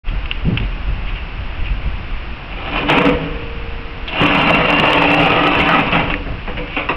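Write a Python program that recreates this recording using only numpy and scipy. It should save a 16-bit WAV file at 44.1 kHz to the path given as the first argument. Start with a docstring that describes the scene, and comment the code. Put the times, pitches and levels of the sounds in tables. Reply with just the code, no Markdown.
"""An aluminium tread-plate ramp is unlatched, tugged once, then dragged out of a steel vehicle bed.
Its edges judder along the guides and ring the hollow plank; the tug leaves the bed singing.
On the long pull an edge squeals and the plate groans; the ramp knocks as it comes to rest.
Heard outdoors by the vehicle, on a dull camera microphone nudged by the wind.
A limiter flattens the loudest scraping."""
import sys
import numpy as np
from scipy import signal
from scipy.fft import rfft, irfft
from scipy.io import wavfile

SR = 44100
rng = np.random.default_rng(int(sys.argv[2]) if len(sys.argv) > 2 else 0)


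def master_out(mix):
    """Clip the mix to full scale and print it as 16-bit PCM to the path in sys.argv[1]."""
    frames = np.transpose(np.atleast_2d(mix))
    ceiling = np.clip(frames, -1, 1)
    pcm = np.round(ceiling * 32767).astype(np.int16)
    wavfile.write(sys.argv[1], SR, pcm)


N = 306936
TIME = np.arange(N) / SR

# Modes of the ramp's hollow plank, tread plate and sharp edges.
# Each row: frequency in Hz, level in dB, t60 in seconds.
PLANK_MODES = [(163.4, -0.5, 0.13), (230, -17.5, 0.41), (252, -25, 0.037), (287.8, 4, 0.2),
               (296.5, 3.5, 0.2), (369, -31, 0.045), (418.6, -2.5, 0.18), (487.6, 1.5, 0.45),
               (503.8, 0, 0.18), (557.2, -1, 0.34)]
PLATE_MODES = [(630, 3.5, 1), (631, -19.5, 0.17), (777, -8.5, 0.45), (815, 3, .25), (944, 1.5, 0.34),
               (1018, 5, 0.24), (1110, 1.5, 0.2), (1152, 11, .25), (1225, -3, 0.37), (1290, -10.5, 0.65),
               (1710, 11, 0.21), (1875, 1.5, 0.65), (1888, 5, 0.1)]
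EDGE_MODES = [(2230, -8, 0.3), (2502, 1, 0.16), (2610, -3.5, 0.41), (2634, -8.5, 0.18), (2740, -3, 0.14),
              (2920, -14, 0.072)]
# Outline of the dense resonances around each family of modes. Each row: frequency in Hz, dB per Hz.
PLANK_SPECTRUM = [(40, -22), (100, -6), (160, 2), (550, -4.5), (700, -12), (1200, -45), (2000, -100)]
PLATE_SPECTRUM = [(250, -48), (520, -2.5), (650, 8), (1250, 5), (1550, -0.5), (2100, -2), (2500, -7.5),
                  (3500, -25), (4300, -32.5), (5300, -33.5), (5900, -49.5), (6500, -100)]
EDGE_SPECTRUM = [(900, -51), (1900, -8), (2400, 0.5), (2750, 1), (3100, -4.5), (3500, -14), (4000, -23.5),
                 (4400, -39.5), (5300, -34), (5900, -48), (6500, -100)]
# The long pull, which sticks once near its end. Each row: time in seconds, friction in dB.
LONG_PULL = [(4.06, -34), (4.21, -16.5), (4.85, -13), (5.4, -16), (5.77, -14.5), (5.895, -23.5),
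             (5.925, -15), (6.07, -24.5), (6.2, -37.5)]


def amp(db):
    """Decibels to gain."""
    return 10 ** (np.asarray(db) / 20)


def unit(x):
    """Scales to rms 1."""
    return x / np.sqrt(np.mean(x ** 2) + 1e-20)


def fade(t, t60):
    """Exponential decay, 60 dB down after t60 seconds."""
    return np.exp(-np.log(1000) * t / t60)


def add(mix, start, sound):
    """Mixes a sound in at start seconds."""
    part = mix[max(round(start * SR), 0):][:len(sound)]
    part += sound[:len(part)]


def colour(x, spectrum, size=4096):
    """Causal filter of unit energy with the given (Hz, dB) outline."""
    hz, db = np.transpose(spectrum)
    bin_hz = abs(np.fft.fftfreq(size, 1 / SR)) + 1
    log_gain = np.log(amp(np.interp(np.log(bin_hz), np.log(hz), db)))
    minimum_phase = np.exp(np.conj(signal.hilbert(log_gain)))
    taps = np.fft.ifft(minimum_phase).real * signal.windows.hann(2 * size)[size:]
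    return signal.oaconvolve(x, taps / np.linalg.norm(taps))[:len(x)]


def noise(spectrum):
    """Steady coloured noise of rms 1."""
    return unit(colour(rng.standard_normal(N), spectrum))


def drift(rate_hz):
    """Slow random wander of rms 1."""
    slow = np.fft.rfftfreq(N, 1 / SR) < rate_hz
    return unit(irfft(rfft(rng.standard_normal(N)) * slow, N))


def slips(per_s, spread_db):
    """A random train of tiny impacts of unequal size."""
    size = amp(spread_db * np.minimum(rng.exponential(1, N), 3))
    return unit(size * rng.choice([-1, 1], N) * (rng.random(N) < per_s / SR))


def linger(level, lag_s):
    """A level that follows another with some inertia."""
    keep = np.exp(-1 / (lag_s * SR))
    return signal.lfilter([1 - keep], [1, -keep], level)


def friction_db(stroke):
    """How hard the ramp rubs during one stroke; silent outside it."""
    return np.interp(TIME, *np.transpose(stroke), left=-150, right=-150)


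def ring(force, modes, spectrum, cloud_db, cloud_t60):
    """The metal as struck at one spot: its main modes over a dense cloud of small ones."""
    t = TIME[:SR // 2]
    tones = sum(amp(db) * fade(t, t60) / np.sqrt(t60) * np.sin(2 * np.pi * (hz * t + rng.random()))
                for hz, db, t60 in modes)
    cloud = rng.standard_normal(len(t)) * fade(t, cloud_t60)
    response = unit(colour(tones, spectrum)) + amp(cloud_db) * unit(colour(cloud, spectrum))
    return signal.oaconvolve(force, response / np.linalg.norm(response))[:len(force)]


def sing(hz, partials, width_hz):
    """Slips keep a narrow resonance and its partials ringing along the pitch curve hz."""
    cycles, out = np.cumsum(hz) / SR, np.zeros(len(hz))
    narrow = signal.butter(2, width_hz / 2, fs=SR)
    for multiple, db in partials:
        carrier = np.exp(2j * np.pi * multiple * cycles)
        drive = slips(per_s=780, spread_db=-1.5)[:len(hz)]
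        resonance = carrier * signal.lfilter(*narrow, drive / carrier)
        out += amp(db) * unit(resonance.real)
    return out


def open_air():
    """The steady, dull hush of the place."""
    # Outdoor ambience. Each row: frequency in Hz, dB per Hz.
    ambience = [(60, 6), (200, 3), (320, 4.5), (390, -1.5), (700, -0.5), (1200, 0), (1900, -3),
                (2300, -0.5), (2720, 1.5), (3200, -7), (3900, -16.5), (5400, -22.5), (5900, -38.5),
                (6400, -90.5)]
    return amp(-32) * noise(ambience)


def wind():
    """Wind on the microphone: rumble and lumpy gusts follow its strength, with a few sharper buffets."""
    # The breeze at the microphone. Each row: time in seconds, strength in dB.
    breeze = [(0.05, -8.5), (0.5, -14.5), (0.8, -15), (1.04, -10), (1.34, -16), (1.68, -10), (2.04, -9.5),
              (2.2, -16), (3.0, -19.5), (3.3, -15), (5.0, -21.5), (5.75, -23), (6.04, -13.5), (6.2, -16.5),
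              (6.95, -20.5)]
    # Deep rumble and the gusts above it. Each row: frequency in Hz, dB per Hz.
    rumble_spectrum = [(8, -10.5), (20, -3.5), (31, -8), (41, 1.5), (54, -7.5), (80, -16), (140, -30),
                       (300, -89.5), (1000, -120)]
    gust_spectrum = [(30, -12.5), (70, 0), (100, 2), (160, 0), (240, -11.5), (400, -21.5), (800, -37),
                     (3000, -110)]
    # Low buffets. Each row: start in seconds, level in dB, length in seconds.
    buffets = [(.44, -18, 0.21), (0.596, -21.5, 0.083), (0.866, -25, 0.094), (1.388, -26.5, 0.076),
               (1.581, -26, 0.058), (1.687, -29, 0.046), (1.844, -26, 0.1), (2.003, -33.5, .044),
               (3.129, -26, .1), (5.55, -26, .15), (6.009, -27, 0.081), (6.266, -29, 0.15)]
    strength_db = np.interp(TIME, *np.transpose(breeze))
    out = amp(strength_db - 9) * noise(rumble_spectrum)
    gust_db = 0.47 * strength_db - 30 + 3 * drift(rate_hz=9.6)
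    out += amp(gust_db) * noise(gust_spectrum)
    for start, db, length in buffets:
        top_hz = 500 * 2 ** (db / 12)  # an octave duller for every 12 dB weaker
        band = signal.butter(2, [top_hz / 5, top_hz], "band", fs=SR, output="sos")
        swirl = signal.sosfilt(band, rng.standard_normal(SR))[-int(length * SR):]
        progress = np.linspace(0, 1, len(swirl))
        swell = np.sin(np.pi * progress) * (1 - progress) ** 2
        add(out, start, amp(db) * unit(swirl * swell))
    return signal.sosfilt(signal.butter(2, 1500, fs=SR, output="sos"), out)


def brushes():
    """Gloves, sleeves and edges rub the metal so lightly that only its edges ring."""
    # Light touches. Each row: start in seconds, length in seconds, level in dB.
    touches = [(0.076, 0.02, -28.5), (0.325, 0.055, -36), (0.59, 0.079, -33), (1.027, 0.12, -31.5),
               (1.113, 0.1, -32.5), (1.625, 0.08, -30), (6.561, 0.032, -25), (6.597, 0.31, -29.5)]
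    level = np.zeros(N)
    for start, length, db in touches:
        add(level, start, amp(db) * np.hanning(int(length * SR)))
    rubbing = level * slips(per_s=1600, spread_db=0.5)
    return ring(rubbing, EDGE_MODES, EDGE_SPECTRUM, cloud_db=3.5, cloud_t60=0.038)


def latch():
    """Short dry snaps of metal on metal; a smaller part rings higher."""
    # Catches and stops. Each row: start in seconds, level in dB, t60 in seconds, pitch factor.
    catches = [(0.257, -20, 0.027, 0.98), (0.3128, -9.5, 0.029, 1.01), (0.573, -11.5, 0.039, 0.99),
               (0.599, -19, 0.028, 0.99), (4.078, -17, 0.066, 1.14), (6.14, -5, 0.014, 0.88)]
    # A snap at pitch factor 1. Each row: frequency in Hz, dB per Hz.
    snap_spectrum = [(300, -36), (900, -12), (1400, -6.5), (1800, -7.5), (2150, 0.5), (2450, 2.5),
                     (2800, 8), (3200, -3), (3700, -13.5), (4300, -27), (5300, -29), (5800, -54),
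                     (6400, -100)]
    out, t = np.zeros(N), TIME[:SR // 4]
    for start, db, t60, pitch in catches:
        snap = amp(db) * fade(t, t60) * rng.standard_normal(len(t))
        add(out, start, colour(snap, [(hz * pitch, level) for hz, level in snap_spectrum]))
    return out


def scrape(spots=6, firm_db=-15):
    """Grit and tread bumps judder along the guides; the contact wanders over the ramp."""
    # The first short tug on the strap. Each row: time in seconds, friction in dB.
    tug = [(2.48, -40.5), (2.73, -23), (2.778, -18.5), (2.862, -30.5), (2.902, -5.5), (3.08, -16.5),
           (3.18, -31), (3.42, -38.5), (3.5, -59)]
    # The dry snap of crushed grit. Each row: frequency in Hz, dB per Hz.
    grit_spectrum = [(300, -8.5), (900, 4.5), (1700, -4.5), (2800, 2.5), (3500, -13), (4300, -11),
                     (5400, -15), (5900, -35.5), (6500, -91.5)]
    boom_slope, screech_slope = 0.96, 0.82  # dB per dB of friction: a light touch still sounds
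    friction, boom, screech = np.zeros((3, N))
    for stroke, boom_db in ((tug, 2.5), (LONG_PULL, 0.5)):  # more boom while deep in the bed
        effort_db = friction_db(stroke) - firm_db
        friction += amp(firm_db + effort_db)
        # the heavy plank takes time to build up and to settle
        boom += linger(amp(firm_db + boom_slope * effort_db + boom_db), lag_s=0.048)
        screech += amp(firm_db + screech_slope * effort_db - 0.5)
    grip = amp(1.07 * drift(rate_hz=36))
    snaps = slips(per_s=110, spread_db=4.5)
    jolts = amp(-7.5) * slips(per_s=14, spread_db=2.5)  # tread bumps catching on the guides
    # the snaps reach the microphone directly as well as through the ringing metal
    out = amp(-15.5) * friction * colour(snaps, grit_spectrum)
    for spot in range(spots):
        contact = unit(np.cos(np.pi * (0.7 * TIME + spot / spots)) ** 6) / np.sqrt(spots)
        fine_slips = slips(per_s=1100, spread_db=4.5)
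        judder = grip * unit(fine_slips + amp(-4) * snaps + jolts) * contact
        plank = ring(judder * boom, PLANK_MODES, PLANK_SPECTRUM, cloud_db=-4.5, cloud_t60=0.057)
        plate = ring(judder * friction, PLATE_MODES, PLATE_SPECTRUM, cloud_db=9.5, cloud_t60=0.14)
        edges = ring(judder * screech, EDGE_MODES, EDGE_SPECTRUM, cloud_db=8, cloud_t60=0.092)
        out += amp(-3) * plank + amp(-2) * plate + amp(-4.5) * edges
    return out


def knocks(strike=7):
    """The loose ramp knocks in its guides: each blow is followed by a quickly dying chatter."""
    # Blows. Each row: start in seconds, force in dB, plank and edge levels in dB against the plate,
    # t60 of the chatter in seconds.
    blows = [(2.758, -19, -14, 0, 0.11), (2.900, -1.5, 4, 2, 0.14), (2.937, -23, 2, 12.5, 0.19),
             (2.985, -6, 7.5, -2, 0.056), (4.212, -11.5, 7, -12, 0.15), (4.271, -17, 1, 0.5, 0.17),
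             (4.505, -3.5, -1, -11.5, 0.045), (4.704, -20.5, -17, 4.5, 0.11), (4.798, -9.5, 5.5, 4, 0.059),
             (4.931, -13, -6, 2.5, 0.07), (5.017, -10.5, -11, -6, .08), (5.14, -8.5, -12, -12, 0.046),
             (5.318, -13.5, 0, -2.5, 0.25), (5.549, -15, -7, 3.5, .058), (5.602, -18.5, -1, 9.5, 0.092),
             (5.690, -6, -19, -7.5, 0.15), (5.923, -18.5, -1.5, 3, 0.38), (6.099, -21.5, -5, 5, 0.17),
             (6.26, -30, 5, -17, 0.44), (6.476, -25, 4, -10, 0.23), (6.572, -30.5, 5.5, 3, 0.46),
             (6.765, -19, 0, 2, 0.34), (6.888, -15, 0, -1.5, 0.21)]
    out, t = np.zeros(N), TIME[:SR // 2]
    for start, db, plank_db, edge_db, t60 in blows:
        force = rng.standard_normal(len(t)) * fade(t, t60)
        force[0] += strike
        plank = ring(force, PLANK_MODES, PLANK_SPECTRUM, cloud_db=-5, cloud_t60=0.03)
        plate = ring(force, PLATE_MODES, PLATE_SPECTRUM, cloud_db=8, cloud_t60=0.013)
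        edges = ring(force, EDGE_MODES, EDGE_SPECTRUM, cloud_db=7, cloud_t60=0.016)
        add(out, start, amp(db) * (amp(plank_db) * plank + plate + amp(edge_db) * edges))
    return out


def bed_ring(start=2.93, swell_s=0.091):
    """The first tug pumps up a boom in the bed and leaves a steel part singing."""
    # Modes of the steel bed. Each row: frequency in Hz, level in dB, t60 in seconds.
    bed_modes = [(463, -25, 4.06), (499, -29, 2.4), (633, -35.5, 2.4), (295, -11, 0.88), (160.5, -9, 1.09)]
    out, t = np.zeros(N), TIME[:3 * SR]
    tones = sum(amp(db) * fade(t, t60) * np.sin(2 * np.pi * hz * t) for hz, db, t60 in bed_modes)
    add(out, start, tones * np.minimum(t / swell_s, 1))
    return out


def squeal(start_hz=2760, sag_hz=220, waver_hz=30, fade_db=8, flicker_db=2):
    """An edge sings in its guide with the friction of the long pull, sinking and fading as it runs out."""
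    # The singing edge. Each row: multiple of the pitch, level in dB.
    partials = [(0.998, 0), (1.15, -18), (1.469, -24)]
    travel = np.interp(TIME, [LONG_PULL[0][0], LONG_PULL[-1][0]], [0, 1])
    hz = start_hz - sag_hz * travel ** 3 + waver_hz * drift(rate_hz=7.9)
    level_db = friction_db(LONG_PULL) - 5.5 - fade_db * travel + flicker_db * drift(rate_hz=4.9)
    return amp(level_db) * sing(hz, partials, width_hz=80)


def groans():
    """The plate binds as the overhang grows: each groan swells and fades on one pitch."""
    # Moments of binding. Each row: start in seconds, length in seconds, level in dB, pitch in Hz.
    binds = [(5.205, 0.41, -23, 1244), (5.662, 0.153, -19, 1250), (5.919, 0.061, -28, 1130)]
    # The groaning plate. Each row: multiple of the pitch, level in dB.
    partials = [(1, 0.5), (.63, -12), (1.55, -5.5)]
    out = np.zeros(N)
    for start, length, db, hz in binds:
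        swell = np.sin(np.linspace(0, np.pi, int(length * SR)))
        tone = sing(np.full(len(swell), hz), partials, width_hz=67)
        add(out, start, amp(db) * swell * tone)
    return out


def scene():
    """The ramp, the hands on it and the open air at one microphone, fading in at the start."""
    air = open_air()
    ramp = scrape() + squeal() + groans() + knocks()
    mix = ramp + bed_ring() + latch() + brushes() + wind() + air
    fade_in = np.interp(TIME, [0.035, 0.085], [0, 1])
    return (mix * fade_in)[None]


def record(dry, ceiling=0.74, release_db_per_s=170, cutoff_hz=15870):
    """The camera's limiter clamps at once and lets go quickly; a low-pass then cuts the top treble."""
    over_db = np.maximum(20 * np.log10(abs(dry) / ceiling + 1e-9), 0)
    recovery_db = release_db_per_s * TIME
    reduction_db = np.maximum.accumulate(over_db + recovery_db, axis=1) - recovery_db
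    lowpass = signal.firwin(511, cutoff_hz, window=("kaiser", 9), fs=SR)
    return signal.oaconvolve(dry / amp(reduction_db), lowpass[None], "same")


dry = scene()
out = record(dry)
master_out(out)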